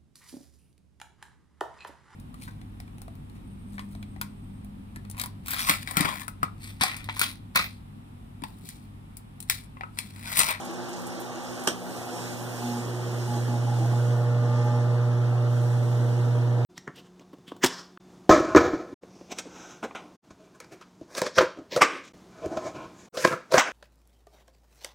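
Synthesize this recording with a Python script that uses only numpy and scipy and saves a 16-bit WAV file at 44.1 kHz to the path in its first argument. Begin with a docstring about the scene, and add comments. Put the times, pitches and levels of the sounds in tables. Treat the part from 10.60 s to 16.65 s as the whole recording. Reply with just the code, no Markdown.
"""An aquarium pump hums through the tank glass, heard close by, on a camera that slides up along the pane.
Its tones (sines with chance wavering) swell as the camera closes in; the drags are gliding groans and squeaks.
One sharp knock, a noise crack over decaying tank tones, makes the gain control duck the level.
The outflow burbles and hisses as filtered noise; ringing bubbles, gulps, noise ticks and spitting drips
lie over it, and narrow drones stand in the room air. Two microphone ports hear it in stereo."""
import sys
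import numpy as np
from scipy import signal
from scipy.fft import rfft, irfft
from scipy.io import wavfile
from scipy.ndimage import uniform_filter1d

SR = 44100
rng = np.random.default_rng(int(sys.argv[2]) if len(sys.argv) > 2 else 0)


def store_wav(level_fs):
    """Save 16-bit WAV to argv[1]."""
    pcm = np.round(np.clip(np.atleast_2d(level_fs), -1, 1) * 32767)
    wavfile.write(sys.argv[1], SR, pcm.T.astype(np.int16))


N = 266802
TIME = np.arange(N) / SR

# Pump overtones at a buzz strength of 0 dB, before standing waves and port tilt:
# (multiple of the hum, level [dB], unsteady share, level change per buzz strength [dB/dB])
PUMP_OVERTONES = [(2, -44.5, 0.36, 0.82), (3, -45, 0.46, 0.39), (4, -40, 0.11, 1.24),
                  (5, -41.5, 0.13, 1.43), (6, -56, 0.45, 0.22), (7, -49.5, 0.43, 1.7), (8, -58.5, .25, 0.1),
                  (9, -63, 0.36, 0.51), (10, -57, 0.41, 0.53), (11, -57.5, 0.14, 1.7),
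                  (12, -60.5, 0.26, 0.7), (13, -65, 0.22, 0.5), (15, -56.5, 0.17, 3.2),
                  (17, -56.5, 0.39, 0.76)]
# Standing waves that the camera drifts through:
# (time [s], width [s], multiple of the hum, swell or dip [dB])
STANDING_WAVES = [(1.52, 0.13, 6, 12.5), (2.08, 0.18, 6, 13.5), (2.52, 0.37, 3, 6.5), (2.7, 0.38, 5, 2),
                  (2.95, 0.6, 4, -2), (3.15, .2, 3, -4), (3.5, .16, 4, 3.5), (3.55, 0.81, 12, 8),
                  (3.75, 0.53, 9, 9), (3.85, 0.14, 3, -19), (4, .2, 2, 5), (4.08, 0.11, 7, 10),
                  (4.1, 0.38, 10, 11.5), (4.25, 0.3, 13, 0), (4.65, 0.56, 11, 5), (5.75, .3, 8, 9)]
# Drones in the room air, at a buzz strength of -12 dB:
# (frequency [Hz], width [Hz], level [dB], lag of the right port [rad])
ROOM_DRONES = [(183.2, 3.2, -46.5, 2.5), (248.4, 1.56, -45.5, 1.5), (347.6, 16, -52, 2), (785, 6, -53, 1.3),
               (838, 9, -53.5, 0.86), (1142, 2.3, -56.5, -1.5), (6000, 110, -68, 4.5)]
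# Likeness of the noise at the two ports: (frequency [Hz], likeness [0 to 1])
PORT_LIKENESS = [(50, .4), (130, .9), (260, .3), (600, .65), (1100, .98), (1750, .45), (2080, .99),
                 (2200, .9995), (2480, .9995), (2620, .98), (2900, .55), (3350, .95), (3650, .93),
                 (4100, .5), (4700, .75), (6000, .55), (8000, .5), (12000, .25), (15000, .2)]
# Phase by which the left port leads: (frequency [Hz], lead [rad])
PORT_LEAD = [(0, 0), (1200, .1), (1700, -1.2), (2080, -3), (2170, -3.14), (2500, -3.14), (2620, -3.35),
             (3100, -5.8), (3350, -6.25), (3700, -6.4), (4200, -8.6), (4900, -9.4), (5500, -11.7),
             (6050, -12.2), (6550, -14.2), (7250, -15.4), (9200, -20.6), (11800, -27), (15500, -35)]
# Level difference of the ports: (frequency [Hz], left minus right [dB])
PORT_TILT = [(60, -2), (200, -2.5), (400, -1), (1300, 0), (2600, 0), (3650, -.5), (4050, -4.5),
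             (4900, -2.8), (6300, -8), (8000, -7), (15000, -6)]
# Loudest drips at the surface, before the port offset: (time [s], level [dB], centre frequency [Hz])
LOUD_DRIPS = [(.004, -47, 8000), (0.047, -44, 9000), (.286, -47, 8500), (0.33, -43, 6160),
              (.363, -46, 5700), (0.467, -42.5, 8820), (.6, -42, 10900), (.647, -51, 13500),
              (.865, -50, 6000), (.895, -51, 7000), (0.994, -47, 7500), (1.036, -42, 9000)]
# Low gulps of the outflow: (time [s], level [dB], starting pitch [Hz])
OUTFLOW_GULPS = [(0.085, -31, 329), (.165, -36, 347), (.295, -30.5, 348), (.565, -35.5, 327),
                 (.61, -32, 352.3), (0.744, -32.5, 333), (0.999, -36.5, 363), (3.029, -36, 262),
                 (3.11, -38, 300), (3.19, -27.5, 318), (3.22, -34, 670)]
# Camera drags on the pane, before slips, fades and port tilt: (time [s], length [s], groan level [dB],
# squeak level [dB], squeak pitch [Hz], whole glide of the squeak [Hz], upward curl of its ends [Hz])
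PANE_DRAGS = [(1.99, 0.258, -33.5, -46.5, 838, -25, 0), (2.655, 0.16, -37, -40, 836, -25, 0),
              (2.865, 0.13, -38, -39, 838, -31, 0), (3.05, 0.146, -41, -39, 832, 58, 35),
              (3.195, 0.08, -40, -40, 802, 54, -6), (3.31, 0.08, -47, -40.5, 845, -5, 3),
              (3.52, 0.183, -47, -50, 838, 36, 10), (3.81, 0.17, -45, -40.5, 860, 78, -4),
              (4.08, 0.138, -42, -47, 866, 58, 0)]
# The knock and its chatter, relative levels:
# (time [s], crack level [dB], ring level [dB], brightness of the ring [dB/octave])
KNOCK_BLOWS = [(1.0725, -11, -30, 0), (1.0745, -3.5, 0, -1), (1.0805, -12, -8, 3), (1.085, -12, -16, 0)]
# Spectrum of the knock's noise: (frequency [Hz], relative level [dB])
KNOCK_SPECTRUM = [(59, -48), (100, -10), (306, 0), (447, -4), (576, -6), (727, -12), (1450, 1), (1950, -12),
                  (2350, -7.5), (3120, -7), (4100, -13.5), (5870, -4.5), (6500, -14), (8800, -5.5),
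                  (10600, -22), (12200, -11), (15500, -24)]
# Decay of the knock's room tail: (frequency [Hz], time to fall 60 dB [s])
KNOCK_DECAY = [(200, 0.48), (600, 0.3), (1400, 0.16), (3200, 0.23), (6000, 0.18), (14000, 0.15)]
# Tank tones that the knock rings: (frequency [Hz], relative level [dB], time to fall 60 dB [s])
TANK_MODES = [(246, -8, 0.15), (346.6, -2, 0.18), (450, -20, 0.25), (500, -10, 0.15), (596, 1, 0.11),
              (900, 4, 0.038), (1200, -8.5, 0.1), (1520, -9, 0.082), (2350, -11, .15), (3080, 2, 0.11),
              (3123, 0, 0.071), (3150, -2.5, 0.14), (3300, -13, 0.23), (5500, -18, 0.14),
              (5990, -8.5, 0.11)]
# Spectrum of the burble: (frequency [Hz], relative density [dB per Hz])
BURBLE_SPECTRUM = [(25, -88), (60, -87.5), (100, -75.5), (160, -64.5), (280, -66.5), (335, -62.5),
                   (405, -69.5), (460, -64), (620, -68.5), (820, -68.5), (950, -73), (1500, -75),
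                   (2000, -82.5), (3200, -86), (6000, -92.5), (8500, -100), (15200, -109)]
# Treble of the outflow: (time [s], relative level [dB], slope above the pivot [dB/octave])
SPRAY_COURSE = [(0, -52, -6.5), (0.75, -53.5, -5), (1.02, -50, -3.5), (1.25, -54, 1.5), (1.38, -50.5, 1.5),
                (1.48, -51.5, -0.5), (1.62, -46.5, -2), (1.88, -53, 3), (2.08, -47.5, -1),
                (2.38, -54, -0.5), (2.73, -50, -1), (3.0, -54.5, -2.5), (3.2, -52.5, -2), (3.46, -54, -1.5),
                (3.58, -58.5, 0), (3.76, -63, -1.5), (3.97, -54, -9.5), (4.15, -57.5, -5), (4.4, -65, -0.5),
                (4.87, -65, 1), (4.95, -58.5, 2), (5.6, -58.5, -1), (6.04, -70, 3)]
# Spectrum of the hiss: (frequency [Hz], relative density [dB per Hz])
SPRAY_SPECTRUM = [(800, -100), (2200, -81), (3100, -82), (3450, -81), (3750, -86), (4050, -81.5),
                  (4480, -86), (4950, -80.5), (6000, -84), (6800, -82.5), (8500, -85), (11000, -89),
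                  (12500, -91), (15200, -93)]

# The camera closes in on the pane, quickly at first, and then stays there.
APPROACH_S, ARRIVE_S, APPROACH_CURVE = 1.26, 3.31, 0.57
# Hum in the glass, away from the pane and against it, before the port offset.
PUMP_HZ, HUM_FAR_DB, HUM_NEAR_DB, HUM_WAVER = 120, -58, -22.5, 0.05
# A slightly faster motor farther off opposes the hum in phase at BEAT_NULL_S.
MOTOR_HZ, MOTOR_DB, BEAT_NULL_S = 124.25, -57, 0.1
# Buzz strength: the approach, then an opening at rest on the pane and a swell in passing the pump.
BUZZ_FAR_DB, BUZZ_NEAR_DB = -15, -4.5
OPEN_S, OPEN_DB = 0.1, 3
PASS_S, PASS_WIDTH_S, PASS_DB = 3.98, 0.4, 2.5
# One overtone throbs quickly.
THROB_ORDER, THROB_HZ, THROB_DEPTH = 4, 12.5, 0.4
# All drags share a groan that bends with the squeak; the hum splits off a lower strand of the squeak.
GROAN_HZ, GROAN_BEND, LOWER_STRAND_DB, SQUEAK_RAGGED = 239, 0.6, -9, 0.33
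SCRAPE_DB, SCRAPE_LOW_HZ, SCRAPE_HIGH_HZ = -49.5, 300, 940
TAIL_DB, CRACK_RISE_S = -21.5, 0.0003
SPIKE_DB, SPIKE_WIDTH_S = -10, 0.0003
SPRAY_PIVOT_HZ, SPRAY_PATCH_DB = 6000, 1.8
# Ticks of the surface: mean level over the first second, then a shield that grows with the approach.
CRACKLE_PER_S, CRACKLE_DB, CRACKLE_T60_S, CRACKLE_SPREAD_DB = 50, -58.5, 0.04, 8
CRACKLE_LOW_HZ, CRACKLE_HIGH_HZ, CRACKLE_SHIELD_DB = 5200, 13000, -16
BUBBLE_SPREAD_DB = 8
GULP_T60_S, GULP_RISE_S, GULP_GLIDE_PER_S, GULP_ROUGH = 0.276, 0.011, 0.3, 0.44
DRIP_T60_S, DRIP_RISE_S, DRIP_LOW_HZ = 0.13, 0.0004, 2800
DRIP_BAND = 0.46  # half-width in natural log of frequency
# Chance drips: the level is the highest, relative to the treble's course.
FAINT_DRIPS_PER_S, FAINT_DRIP_DB, FAINT_DRIP_HZ = 7, 0, 11000
STEADY_WIDTH_HZ = 6  # a drone of this width is as steady as it is wavering
# The recorder's gain control and its upper band limit.
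DUCK_OVER_DB, DUCK_REACT_S, DUCK_RECOVER_DB_PER_S = -20, 0.045, 18
EDGE_HZ = 15400


def amp(db):
    """Decibels to amplitude."""
    return 10 ** (np.asarray(db) / 20)


def evened(x):
    """The signal scaled to rms 1."""
    return x / np.sqrt(np.mean(abs(x) ** 2) + 1e-20)


def read(points, hz):
    """A spectrum, joined by straight lines on a log-frequency axis."""
    f, value = np.transpose(points)
    return np.interp(np.log(hz + 1), np.log(f + 1), value)


def add(mix, s, sound):
    """Lay a sound into the mix at s seconds, cut off at the end."""
    part = mix[..., round(s * SR):][..., :sound.shape[-1]]
    part += sound[..., :part.shape[-1]]


def waver(width_hz):
    """Slow complex chance of rms about 1: turns a line into a band of about this width."""
    count = 4096
    hz = np.fft.fftfreq(count, TIME[-1] / count)
    chance = rng.standard_normal(count) + 1j * rng.standard_normal(count)
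    z = np.fft.ifft(chance / (1 + (hz / width_hz) ** 2))
    return np.interp(TIME, np.linspace(0, TIME[-1], count), evened(z))


def at_ports(x):
    """A single sound from the tank's side, as the two ports hear it: tilted in level, early on the right."""
    hz = np.fft.rfftfreq(N, 1 / SR)
    side = amp(read(PORT_TILT, hz) / 2)
    lag = np.exp(-1j * np.interp(hz, *np.transpose(PORT_LEAD)))
    return irfft(rfft(x) * np.array([side, lag / side]), N)


def port_noise(size):
    """Short-time spectra of noise at the two ports: Hz, s, channels x frames x bins."""
    hop = size // 4
    hz = np.fft.rfftfreq(size, 1 / SR)
    t = np.arange(N // hop + 5) * hop / SR
    a, b, c, d = rng.standard_normal((4, len(t), len(hz)))
    same = np.clip(read(PORT_LIKENESS, hz), 0, .9995)
    left = a + 1j * b
    right = same * left + np.sqrt(1 - same ** 2) * (c + 1j * d)
    right = right * np.exp(-1j * np.interp(hz, *np.transpose(PORT_LEAD)))
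    side = amp(read(PORT_TILT, hz) / 2)
    return hz, t, np.array([left * side, right / side])


def to_sound(z):
    """Short-time spectra back to a stereo waveform."""
    size = 2 * (z.shape[-1] - 1)
    return signal.istft(z.transpose(0, 2, 1), nperseg=size, noverlap=size - size // 4)[1][:, :N]


def patches(shape):
    """Chance swells of rms 1, some 35 ms long and 250 Hz wide."""
    over_time = uniform_filter1d(rng.standard_normal(shape), size=6, axis=0)
    return evened(uniform_filter1d(over_time, size=6, axis=1))


def closeness(t):
    """How near the camera is to the pane: 0 away, 1 against it."""
    return np.clip((t - APPROACH_S) / (ARRIVE_S - APPROACH_S), 0, 1) ** APPROACH_CURVE


def hum_level(t):
    """The hum in dB as the camera closes in."""
    return HUM_FAR_DB + (HUM_NEAR_DB - HUM_FAR_DB) * closeness(t)


def buzz_level(t):
    """The strength of the upper buzz in dB: approach, contact, and the pass by the pump."""
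    approach = BUZZ_FAR_DB + (BUZZ_NEAR_DB - BUZZ_FAR_DB) * closeness(t)
    resting = np.clip((t - ARRIVE_S) / OPEN_S, 0, 1)
    passing = np.exp(-((t - PASS_S) / PASS_WIDTH_S) ** 2)
    return approach + OPEN_DB * resting + PASS_DB * passing


def standing_wave_db(multiple):
    """One overtone swells and sinks as the camera drifts through its standing waves."""
    return sum(db * np.exp(-((TIME - s) / width) ** 2)
               for s, width, k, db in STANDING_WAVES if k == multiple)


def pump():
    """The motor shakes the glass at twice the mains rate, with unsteady impeller overtones and a beat."""
    turn = 2 * np.pi * PUMP_HZ * TIME
    hum = amp(hum_level(TIME)) * (np.exp(1j * turn) * (1 + HUM_WAVER * waver(12.0))).real
    beat = 2 * np.pi * (MOTOR_HZ - PUMP_HZ) * (TIME - BEAT_NULL_S)
    hum -= amp(MOTOR_DB) * np.cos(turn + beat)
    buzz_db, buzz = buzz_level(TIME), np.zeros(N)
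    for k, db, loose, grip in PUMP_OVERTONES:
        throb = 1 + THROB_DEPTH * (k == THROB_ORDER) * np.exp(-2j * np.pi * THROB_HZ * TIME)
        carrier = np.exp(1j * (k * turn + 2 * np.pi * rng.random()))
        line = carrier * evened(throb + loose * waver(18))
        buzz += amp(db + grip * buzz_db + standing_wave_db(k)) * line.real
    return np.sqrt(2) * (hum * amp([[-1.3], [1.2]]) + at_ports(buzz))


def slides(slip_hz=46, slip_depth=0.11, wobble_hz=3, fade_share=0.55):
    """Stick and slip on the pane: a low groan and a scrape under a thin, ragged, gliding squeak."""
    out = np.zeros(N)
    band = signal.butter(2, [SCRAPE_LOW_HZ, SCRAPE_HIGH_HZ], "bandpass", fs=SR, output="sos")
    scrape = amp(SCRAPE_DB) * evened(signal.sosfilt(band, rng.standard_normal(N)))
    for s, length, groan_db, squeak_db, squeak_hz, glide_hz, curl_hz in PANE_DRAGS:
        count = int(length * SR)
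        age = TIME[:count]
        rough = 1 + 0.09 * waver(28)[:count]
        slips = 1 + slip_depth * np.cos(2 * np.pi * (slip_hz * age + rng.random()))
        along = np.linspace(-1, 1, count)
        hz = squeak_hz + glide_hz * along / 2 + curl_hz * along ** 2
        hz = hz + wobble_hz * waver(4.5)[:count].real
        lower = amp(LOWER_STRAND_DB) * np.exp(-2j * np.pi * PUMP_HZ * age) * waver(12)[:count]
        ragged = 1 + SQUEAK_RAGGED * waver(30)[:count] + lower
        squeak = amp(squeak_db) * ragged * slips * np.exp(2j * np.pi * np.cumsum(hz) / SR)
        groan_hz = GROAN_HZ * (hz / squeak_hz) ** GROAN_BEND
        groan = amp(groan_db) * np.exp(2j * np.pi * np.cumsum(groan_hz) / SR)
        drag = np.sqrt(2) * (rough * (groan + squeak)).real
        drag = drag + slips * scrape[round(s * SR):][:count]
        add(out, s, signal.windows.tukey(count, fade_share) * drag)
    return at_ports(out)


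def knock():
    """A hard blow with a brief chatter: a noise crack, ringing tank modes and a short room tail."""
    hz, t, z = port_noise(size=256)
    z = z * amp(read(KNOCK_SPECTRUM, hz))
    count = SR // 2
    age = TIME[:count]
    tail = to_sound(z * amp(-60 * t[:, None] / read(KNOCK_DECAY, hz)))[:, :count]
    tail *= amp(TAIL_DB) / np.std(tail[:, :SR // 100]) * (1 - np.exp(-age / 0.013))
    grit, out, ring = evened(to_sound(z)), np.zeros((2, N)), np.zeros(N)
    for s, crack_db, ring_db, bright_db in KNOCK_BLOWS:
        crack = amp(-9.0 + crack_db - 60 * age / 0.02) * (1 - np.exp(-age / CRACK_RISE_S))
        add(out, s, crack * grit[:, round(s * SR):][:, :count])
        for mode_hz, db, t60 in TANK_MODES:
            mode = np.sin(2 * np.pi * mode_hz * age) * (1 - np.exp(-age / 0.0016))
            mode_db = -27.0 + ring_db + db + bright_db * np.log2(mode_hz / 1000)
            add(ring, s, amp(mode_db - 60 * age / t60) * mode)
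    add(out, KNOCK_BLOWS[1][0], tail)
    # the knock has no deep bass and none of the highest treble
    band = signal.butter(2, [130, 11500], "bandpass", fs=SR, output="sos")
    return signal.sosfilt(band, out + at_ports(ring))


def first_contact():
    """The instant of the knock: one short pressure spike and its undershoot."""
    out, u = np.zeros(N), TIME[:SR // 100] / SPIKE_WIDTH_S
    add(out, KNOCK_BLOWS[1][0], amp(SPIKE_DB) * (1 - u) * np.exp(-u))
    return at_ports(out)


def drips():
    """Each drip throws a short spit of spray, a decaying noise band: listed loud ones, chance faint ones."""
    out, t = np.zeros((2, N)), np.arange(SR // 4) / SR
    hz = np.fft.rfftfreq(len(t), 1 / SR)
    faint = []
    for s, size, pitch in rng.random((int(FAINT_DRIPS_PER_S * TIME[-1]), 3)) * [TIME[-1], 1, 1]:
        db = spray_at(s)[0] + FAINT_DRIP_DB - 6 * size
        faint.append((s, db, FAINT_DRIP_HZ * 2 ** (pitch - .5)))
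    for s, db, centre in list(LOUD_DRIPS) + faint:
        band = np.exp(-(np.log((hz + 1) / centre) / DRIP_BAND) ** 2) * (hz > DRIP_LOW_HZ)
        spit = evened(irfft(rfft(rng.standard_normal((2, len(t)))) * band, len(t)))
        fade = amp(db - 60 * t / DRIP_T60_S) * (1 - np.exp(-t / DRIP_RISE_S))
        add(out, s, spit * fade * amp([[-2], [2]]))
    return out


def gulps():
    """Each gulp is one large, wobbling bubble, rising a little in pitch as it dies."""
    out, t = np.zeros((2, N)), np.arange(SR // 4) / SR
    fade = amp(-60 * t / GULP_T60_S) * (1 - np.exp(-t / GULP_RISE_S))
    for s, db, hz in OUTFLOW_GULPS:
        ring = np.exp(2j * np.pi * hz * t * (1 + GULP_GLIDE_PER_S * t))
        ring = ring * (1 + GULP_ROUGH * waver(25)[:len(t)])
        add(out, s, amp(db) * fade * ring.real)
    return out


def water():
    """The outflow's steady, patchy burble of noise; its rumble comes through the glass with the hum."""
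    hz, t, z = port_noise(size=1024)
    contact_db = hum_level(t)[:, None] - HUM_NEAR_DB
    # share of the hum's level change that the rumble follows, by frequency
    rumble_db = contact_db * read([(60, 0.024), (150, 0.24), (300, 0.16), (700, 0)], hz)
    field_db = read(BURBLE_SPECTRUM, hz) + rumble_db + 1.88 * patches(z.shape[1:])
    return amp(-38.0) * evened(to_sound(z * amp(field_db)))


def bubbles(per_s=110, level_db=-54):
    """Small bubbles ring as decaying sines and rise in pitch as they near the surface."""
    out, t = np.zeros(N), np.arange(SR // 16) / SR
    for when, pitch, size in rng.random((int(per_s * TIME[-1]), 3)):
        hz = 450 * 14 ** pitch
        fade = np.exp(-t * hz / 18) * (1 - np.exp(-t / 0.0015))
        ring = np.sin(2 * np.pi * hz * t * (1 + 1.4 * t)) * fade
        add(out, when * TIME[-1], amp(BUBBLE_SPREAD_DB * size ** 2 - 12 * pitch) * ring)
    return amp(level_db) * at_ports(evened(out))


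def spray_at(t):
    """The relative level and the slope of the treble at these times."""
    s, db, slope = np.transpose(SPRAY_COURSE)
    return np.interp(t, s, db), np.interp(t, s, slope)


def spray():
    """Countless tiny bubbles bursting at the surface, as a bright hiss of shaped, patchy noise."""
    hz, t, z = port_noise(size=1024)
    level_db, slope_db = spray_at(t[:, None])
    level_db = level_db + slope_db * np.maximum(np.log2((hz + 1) / SPRAY_PIVOT_HZ), 0)
    field_db = read(SPRAY_SPECTRUM, hz) + level_db + SPRAY_PATCH_DB * patches(z.shape[1:])
    return amp(-47.5) * evened(to_sound(z * amp(field_db)))


def crackle():
    """Bursting bubbles tick as short noise decays, shielded as the camera closes in on the pane."""
    out, t = np.zeros((2, N)), TIME[:SR // 20]
    for s, size in rng.random((int(CRACKLE_PER_S * TIME[-1]), 2)) * [TIME[-1], 1]:
        db = CRACKLE_SPREAD_DB * size ** 2 + CRACKLE_SHIELD_DB * closeness(s)
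        add(out, s, rng.standard_normal((2, len(t))) * amp(db - 60 * t / CRACKLE_T60_S))
    band = signal.butter(7, [CRACKLE_LOW_HZ, CRACKLE_HIGH_HZ], "bandpass", fs=SR, output="sos")
    out = signal.sosfilt(band, out)
    return amp(CRACKLE_DB) * out / np.std(out[:, :SR]) * amp([[-5], [1]])


def room_tones():
    """Narrow drones that reach the ports through the air; the narrower, the steadier."""
    out = np.zeros((2, N))
    for hz, width, db, lag in ROOM_DRONES:
        shared = STEADY_WIDTH_HZ / width + waver(width)
        for channel, phase in zip(out, (0, lag)):
            carrier = np.exp(2j * np.pi * hz * TIME - 1j * phase)
            channel += amp(db) * evened(((shared + .5 * waver(width)) * carrier).real)
    return out * amp(-.65 * (buzz_level(TIME) + 12))  # the pane shields them as the camera closes in


def scene():
    """Sum of the tank's own sounds and those of its water and room."""
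    tank = pump() + room_tones() + slides() + knock() + first_contact()
    return tank + water() + spray() + crackle() + bubbles() + gulps() + drips()


def record(dry):
    """Gain control ducks whatever exceeds its threshold and recovers steadily; then the band limit."""
    power = abs(uniform_filter1d((dry ** 2).mean(0), size=180))
    power_db = 10 * np.log10(power + 1e-12)
    fall = TIME * DUCK_RECOVER_DB_PER_S
    held_db = np.maximum.accumulate(power_db + fall) - fall  # peaks held, sinking at the recovery rate
    over_db = np.maximum(held_db - DUCK_OVER_DB, 0)
    lag = np.exp(-1 / (DUCK_REACT_S * SR))
    ducked = dry * amp(-signal.lfilter([1 - lag], [1, -lag], over_db))
    low_pass = signal.firwin(511, EDGE_HZ, window=("kaiser", 9), fs=SR)
    return signal.oaconvolve(ducked, low_pass[None], "same")


dry = scene()
out = record(dry)
store_wav(out)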